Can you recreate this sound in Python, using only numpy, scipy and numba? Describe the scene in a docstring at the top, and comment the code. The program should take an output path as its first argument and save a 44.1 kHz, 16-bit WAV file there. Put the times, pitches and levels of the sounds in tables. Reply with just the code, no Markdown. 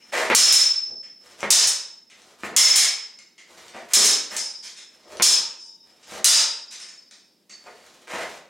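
"""Steel longswords clash and ring as two fencers drill cuts and parries in a bare stone room.
Each clash is a rattle of filtered noise impacts, followed by decaying tones for the blades and crossguard.
Filtered noise also makes the sliding and stamping feet, the rustling clothes and the quiet background.
The room echoes clacks, feet and clothes; a fast limiter and a slow gain control hold down the peaks."""
import sys
import numpy as np
from scipy import signal
from scipy.fft import rfft, irfft
from scipy.io import wavfile
from numba import njit

SR = 44100
rng = np.random.default_rng(int(sys.argv[2]) if len(sys.argv) > 2 else 0)


def materialize(psi):
    """Save the field psi as 16-bit PCM at rate SR to the path in sys.argv[1].

    A 1-D psi becomes a single channel; in a 2-D psi each row is a channel.
    """
    bounded = np.clip(np.atleast_2d(psi).T, -1, 1)
    quanta = np.round(bounded * 32767).astype(np.int16)
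    wavfile.write(sys.argv[1], SR, quanta)


N = 374409

# parried cuts: [start_s, clack_db, rattle_decay_ms, flat_knock_db, ring_damping_db_per_s, first_blade_ring_db,
#                second_blade_ring_db, swing_s, windup_rustle_db, release_swish_db]
PARRIED_CUTS = [ (0.349, 8.5, 5.9, 0.5, -4, 1, -26.5, 0.39, -56.5, -38),
                (1.504, 2.5, 9.7, -3.5, 28, -8, -11.5, 0.31, -50, -42),
                (2.564, 7.5, 6.5, 7.5, 25, 5.5, -23, 0.44, -54, -45.5),
                (3.935, 3, 7.3, -2, 22.5, -4, -29, 0.47, -47.5, -53),
                (5.222, -1, 10, -5, 46.5, -4.5, -6, .35, -59, -45.5),
                (6.244, 6, 6.6, -3.5, 18, -20, -2.5, .42, -59, -37.5)]
# steps, each a slide of the sole and a landing:
# [landing_s, stamp_db, slide_lead_s, slide_length_s, slide_db, slide_tilt_db_per_octave]
FOOTSTEPS = [ (0.301, -13, 0.18, 0.15, -22, 1.26), (0.877, -62, 0.019, 0.1, -51.5, -14),
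             (1.430, -23.5, 0.043, 0.06, -43, -0.5), (2.435, -29, 0.013, 0.055, -38, 4.5),
             (2.530, -39, 0.016, 0.04, -47, -2), (3.747, -42, .018, 0.08, -38, 0),
             (3.972, -17.5, 0.087, 0.059, -38, 5), (4.324, -45, .025, 0.071, -32.5, 4.5),
             (5.199, -23.5, .165, 0.27, -44.5, -8), (6.122, -41, .005, 0.11, -39.5, -6),
             (7.680, -63, 0.041, 0.069, -44, -1), (8.136, -34.5, .066, 0.19, -31.5, 1.5)]


def undb(db):
    """Decibels to gain."""
    return 10 ** (np.asarray(db) / 20)


def unit(x):
    """Scale to unit energy."""
    return x / np.sqrt(np.sum(x ** 2))


def seconds(length):
    """Time axis of the given length."""
    return np.arange(int(length * SR)) / SR


def fade(t, t60):
    """Exponential decay by 60 dB in t60 seconds."""
    return np.exp(-np.log(1000) * t / t60)


def read(points, hz):
    """Read (pitch_hz, value) points on a log-frequency axis."""
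    f, value = np.transpose(points)
    return np.interp(np.log(hz + 1), np.log(f), value)


def add(track, s, x):
    """Mix x into the track from time s, or from the very start if s is negative."""
    i = max(int(s * SR), 0)
    track[i:i + len(x)] += x[:N - i]


def colour(x, points, tilt=0, knock_db=0, knock_hz=2150, knock_width_hz=190, size=2048):
    """Minimum-phase filter of unit energy: a spectrum, a tilt in dB per octave and one resonance."""
    hz = np.arange(size // 2 + 1) * SR / size
    db = read(points, hz) + tilt * np.log2(1 + hz / 200)
    db += knock_db / (1 + ((hz - knock_hz) / knock_width_hz) ** 2)
    # folding the cepstrum makes the filter causal
    cepstrum = irfft(np.log(undb(db)))[:size // 2]
    cepstrum[1:] *= 2
    response = irfft(np.exp(rfft(cepstrum, size)))
    return signal.fftconvolve(x, unit(response))


def walk(rate):
    """Random wander with a spread near 1, heading for a new value rate times a second."""
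    knots = rng.standard_normal(4096)
    return np.interp(np.arange(N) / SR * rate, np.arange(len(knots)), knots)


def blow(x, db):
    """Give a short sound the energy of 50 ms at this level."""
    return unit(x) * undb(db) * np.sqrt(SR / 20)


@njit
def follow(x, attack, release):
    """Envelope that rises at one rate and sinks at another."""
    out, e = np.empty(len(x)), 0.
    for i in range(len(x)):
        e += (x[i] - e) * (attack if x[i] > e else release)
        out[i] = e
    return out


def air(level_db=-65, side_db=-12, wander_db=0.38):
    """The quiet background of the room, filtered noise of slightly wandering level; returns mid and side."""
    # spectrum of the background: [pitch_hz, relative_db]
    air_spectrum = [(30, -23), (100, -18), (200, -0.5), (350, -2.5), (700, -12), (1400, -21.5), (4000, -16),
                    (8000, -22.5), (16000, -26.5)]
    mid, side = (colour(rng.standard_normal(N), air_spectrum)[:N] for _ in range(2))
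    return undb(level_db + wander_db * walk(5)) * np.array([mid, undb(side_db) * side])


def stone_room(x, early_db=-9, side_db=-12.5, build_s=0.0038, echo_db=-5.5):
    """A few hard reflections and the dense echo of rough walls; returns mid and side."""
    # reverberation of the stone room: [pitch_hz, t60_s]
    room_decay = [(100, 0.51), (500, 0.69), (2000, 0.52), (5000, 0.47), (9000, 0.29), (15000, 0.16)]
    # first reflections from floor and walls: [delay_ms, relative_db]
    first_reflections = [(5.6, -5.5), (9.3, -2.5), (14.6, -7), (19.8, -14)]
    t = seconds(1)
    hz = np.arange(len(t) // 2 + 1) * SR / len(t)
    centres = np.geomspace(60, 16000, 12)
    noise, tail = rfft(rng.standard_normal((2, len(t)))), 0
    # overlapping bands of noise, each with its own decay
    for centre, band in zip(centres, np.eye(len(centres))):
        band_noise = irfft(noise * read(np.c_[centres, band], hz))
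        tail = tail + band_noise * fade(t, read(room_decay, centre))
    mid, side = (unit(v * (1 - np.exp(-t / build_s))) for v in tail)
    for ms, db in first_reflections:
        mid[int(ms * SR / 1000)] += undb(early_db + db)
    echoes = [signal.fftconvolve(x, h)[:N] for h in (mid, undb(side_db) * side)]
    return np.array(echoes) * undb(echo_db)


def rub(length, grain_db, catch_db=3, catch_rate=70):
    """One stroke of friction: a dense run of uneven slips that swells, catches here and there and dies."""
    t = seconds(length)
    force, size, catches = rng.standard_normal((3, len(t)))
    grip_db = grain_db * size + catch_db * np.interp(t * catch_rate, np.arange(len(t)), catches)
    stroke = np.abs(np.sin(np.pi * t / t[-1])) ** 0.6
    return unit(force * undb(grip_db) * stroke) * np.sqrt(len(t))


def rustles(release_share=.42, swish_share=0.77):
    """Cloth rubs through the swing of every cut and as the fencers step back into guard."""
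    # the fencers step back into guard: [start_s, length_s, level_db]
    recovery = [(7.55, 0.56, -53.5), (8.2, 0.19, -44.5)]
    # spectrum of rubbing cloth: [pitch_hz, relative_db]
    cloth_spectrum = [(100, -5), (500, 5.5), (2000, 1.5), (7000, -1), (11000, -10.5), (16000, -21)]
    out, strokes = np.zeros(N), list(recovery)
    for s, *_, swing, windup_db, swish_db in PARRIED_CUTS:
        # the arms wind up, then fly out for the last share of the swing; sleeves swish for most of that time
        release = release_share * swing
        strokes.append((s - swing, swing - release, windup_db))
        strokes.append((s - release, swish_share * release, swish_db))
    for s, length, db in strokes:
        add(out, s, undb(db) * colour(rub(length, grain_db=7.5), cloth_spectrum))
    return out


def scuffs():
    """Soles slide over gritty concrete: coarse friction around every landing."""
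    # spectrum of a sole on grit: [pitch_hz, relative_db]
    scuff_spectrum = [(40, -27.5), (150, -23), (320, -4.5), (600, 4), (1200, -3), (2000, -0.5), (3500, -13),
                      (8000, -18), (16000, -40.5)]
    out = np.zeros(N)
    for s, _, lead, length, db, tilt in FOOTSTEPS:
        add(out, s - lead, undb(db) * colour(rub(length, grain_db=8.0), scuff_spectrum, tilt))
    return out


def stamps(settle_db=1, settle_s=0.02, soft_db=-40.5, soft_tilt_db=-1.5, brighter_per_db=0.19):
    """A sole slaps the concrete, then the rest of the foot settles; harder landings are brighter."""
    # spectrum of a landing foot: [pitch_hz, relative_db]
    stamp_spectrum = [(30, -21.5), (90, -10), (200, 3), (600, 2.5), (1200, -0.5), (2200, -3), (4000, -19),
                      (8000, -36.5), (16000, -56.5)]
    out, t = np.zeros(N), seconds(.15)
    for s, db, *_ in FOOTSTEPS:
        tilt = soft_tilt_db + brighter_per_db * max(db - soft_db, 0)
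        force = undb(settle_db) * unit(rng.standard_normal(len(t)) * np.exp(-t / settle_s))
        force[0] += 1  # the slap
        add(out, s, blow(colour(force, stamp_spectrum, tilt), db))
    return out


def contacts():
    """Every meeting of the steel, where softer touches sound duller.

    Rows: (start_s, clack_db, rattle_decay_ms, tilt, knock_db, damping_db_per_s, ring_db of each part)."""
    # rebounds and light touches as the swords part:
    # [start_s, clack_db, rattle_decay_ms, names of the parts that ring most, their ring_db]
    light_touches = [ (0.000, -54.5, 18, "first", -47), (0.524, -4.5, 6.4, "first", -12.5),
                     (1.028, -49, 13, "first", -54), (1.405, -39, 2.8, "first", -69.5),
                     (1.672, -14.5, 3.9, "first", -34), (2.098, -46, 11.6, "first", -70.5),
                     (2.219, -53, 1.1, "guard", -80), (2.757, -3.5, 13, "second", -26),
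                     (3.188, -44.5, 2.8, "first", -71), (3.379, -44, 10, "first", -69),
                     (3.682, -46, 1.7, "second guard", -61), (4.046, -7, 7.5, "first", -31),
                     (4.365, -22, 5, "first second", -27.5), (4.624, -33.5, 38, "first", -54.5),
                     (4.762, -39, 24, "first", -45), (5.025, -55, 17, "first second", -61),
                     (5.170, -42, 1.5, "guard", -71), (5.589, -72, 22, "first second", -38),
                     (6.027, -47, 13, "first", -74), (6.705, -33.5, 28, "guard", -45.5),
                     (6.797, -38.5, 12, "first second", -39), (6.886, -43.5, 4.3, "guard", -44),
                     (7.110, -45, 4.6, "second guard", -50.5), (7.494, -43.5, 10, "guard", -35.5)]
    cut_tilt_db, guard_db = 1, -29  # tilt per octave; ring of the crossguard relative to the clack
    # every touch: extra knock, damping (negative: it rings on longer), level of the parts not struck
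    touch_knock_db, touch_damping_db_per_s, other_parts_db = 2, -2.5, -22
    # below a firm blow, the tilt per octave falls with each dB of force lost
    firm_db, firm_tilt_db, dulling_per_db = -18.5, 1.5, 0.32
    rows = []
    for s, db, rattle_ms, knock_db, damping, first_db, second_db, *_ in PARRIED_CUTS:
        rings = {"first": first_db, "second": second_db, "guard": db + guard_db}
        rows.append((s, db, rattle_ms, cut_tilt_db, knock_db, damping, rings))
    for s, db, rattle_ms, struck, ring_db in light_touches:
        rings = {part: ring_db + other_parts_db * (part not in struck)
                 for part in ("first", "second", "guard")}
        tilt = firm_tilt_db - dulling_per_db * max(firm_db - db, 0)
        # the blades stay turned as they met in the last cut, so the flat knocks as it did then
        earlier_knocks = [cut[3] for cut in PARRIED_CUTS if cut[0] < s] or [0]
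        knock_db = touch_knock_db + earlier_knocks[-1]
        rows.append((s, db, rattle_ms, tilt, knock_db, touch_damping_db_per_s, rings))
    return rows


def clacks(shimmer_t60=0.28, grain_db=7, hardness=.55, bite_s=0.0011, full_rattle_ms=8, patchy_db=0.34,
           light_patchy_db=3, light_dull_db=-10, lightest_db=-45, thin_hz=900, light_thin_db=-8):
    """The edges chatter against each other for some ms; the tiny impacts crack and shake the blades."""
    # spectrum of steel on steel: [pitch_hz, relative_db]
    clack_spectrum = [(70, -45), (200, -24), (450, -18.5), (1200, -11), (2500, -5), (4200, -1.5),
                      (6500, 3.5), (8500, -1.5), (10500, -7), (13000, -18), (16000, -23)]
    out, t = np.zeros(N), seconds(.4)
    hz = np.linspace(2500, 15000, 36)
    top = np.clip((hz - 9000) / 4000, 0, 1)
    for s, db, rattle_ms, tilt, knock_db, *_ in contacts():
        force, size, crowd = rng.standard_normal((3, len(t)))
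        impacts = force * undb(grain_db * size) * np.exp(-t * 1000 / rattle_ms)
        # hard edges crack brighter than the blades answer
        chatter = unit(signal.lfilter([1, -hardness], 1, impacts))
        # the short-lived bending and twisting modes lie so close that they blur into a hiss
        shimmer = unit(crowd * fade(t, shimmer_t60))
        # a brief tick hardly shakes the blades; a long scrape takes a while to bite
        share = rattle_ms / full_rattle_ms
        bite = 1 - np.exp(-t / (bite_s * share ** 2))
        steel = (chatter + min(share, 1) * shimmer) * bite
        # every spot along the edge favours other bands; a light touch is patchier and has less treble
        light = np.clip(db / lightest_db, 0, 1)
        spot = (patchy_db + light * light_patchy_db) * rng.standard_normal(len(hz))
        spot += light * light_dull_db * top
        # a light touch is too weak to move the whole blade, so it lacks body
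        body = [(thin_hz, light * light_thin_db)]
        struck = colour(steel, np.r_[body, np.c_[hz, spot]])
        add(out, s, blow(colour(struck, clack_spectrum, tilt, knock_db), db))
    return out


def ring(modes, part, scatter_db=-1.0, waver=0.53, waver_rate=70, swell_s=.028, soft_tilt_db=-13,
         softest_db=-65):
    """Long-lived modes swell after each contact and waver as the blade flexes and swings."""
    out, t, hits = np.zeros(N), seconds(1.6), contacts()
    # hands and the other blade set the damping of each ring
    swell = 1 - np.exp(-t / swell_s)
    holds = [undb(rings[part] - damping * t) * swell for *_, damping, rings in hits]
    for hz, db, t60 in modes:
        tone, mode = np.exp(2j * np.pi * hz * t) * fade(t, t60), np.zeros(N, complex)
        octaves = np.log2(max(hz, 3700) / 5200)
        draws = rng.standard_normal((len(hits), 2))
        for (s, clack_db, *_), hold, (size, turn) in zip(hits, holds, draws):
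            # where the blade is struck decides how much each mode takes; a soft touch favours lower ones
            softness = np.clip(clack_db / softest_db, 0, 1) ** 2
            share_db = scatter_db * size + soft_tilt_db * octaves * softness
            add(mode, s, tone * hold * (undb(db + share_db) * np.exp(1j * np.pi * turn)))
        out += np.real(mode * (1 + waver * (walk(waver_rate) + 1j * walk(waver_rate))))
    return out


def scene(steel_direct_db=-7, feet_direct_db=-5):
    """Blades, feet and clothes mixed direct and through the room into a narrow stereo image."""
    # modes of the steel, before the damping of each contact: [pitch_hz, level_db, t60_s]
    first_blade = [(5247, -9, .95), (5270, 0, .9), (5288, -4, .8), (5338, -10, .9), (5777, -11, .7),
                   (6640, -14, .55), (8505, -14, .4), (9802, -15, .4)]
    second_blade = [(4881, -2, .85), (5360, 0, .72), (5683, -9, .5), (6142, -7, .5), (6204, -5, .5),
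                    (7143, -6, .5), (8461, -5, .45), (8684, -8, .45), (9381, -9, .45), (910, -28, 1.2),
                    (2945, -33, 1.1), (3765, -27, 1.6), (7690, -12, .4), (10520, -17, .4)]
    crossguard = [(4550, -10.5, 0.91), (4480, -7, .45), (6611, -6, 0.31), (7540, -11, .5)]
    steel = clacks()
    bodies = stamps() + scuffs() + rustles()
    rings = ring(first_blade, "first") + ring(second_blade, "second") + ring(crossguard, "guard")
    mid, side = stone_room(steel + bodies) + air()
    mid = mid + undb(steel_direct_db) * steel + undb(feet_direct_db) * bodies + rings
    # the ringing drifts between left and right as the blades move
    side = side + .2 * walk(60) * rings
    return np.array([mid + side, mid - side])


def limit(x, top_db, attack_s, release_s, slope):
    """Turn both channels down by a share (slope) of the dB by which their envelope exceeds the top."""
    envelope = follow(np.abs(x).max(axis=0), 1 / (1 + attack_s * SR), 1 / (1 + release_s * SR))
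    return x * np.maximum(envelope / undb(top_db), 1) ** -slope


def record(dry):
    """A fast limiter, a gentle slow gain control, rounded peaks, a bass cut and a cut top."""
    held = limit(dry, top_db=-4.0, attack_s=0.000093, release_s=0.041, slope=0.91)
    held = limit(held, top_db=-26, attack_s=0.0059, release_s=0.97, slope=0.11)
    ceiling = undb(-5.0)
    rounded = ceiling * np.tanh(held / ceiling)
    bass_cut = signal.butter(2, 75, "high", fs=SR, output="sos")
    top_cut = signal.ellip(8, .2, 70, 15900, fs=SR, output="sos")
    return signal.sosfilt(top_cut, signal.sosfilt(bass_cut, rounded))


dry = scene()
out = record(dry)
materialize(out)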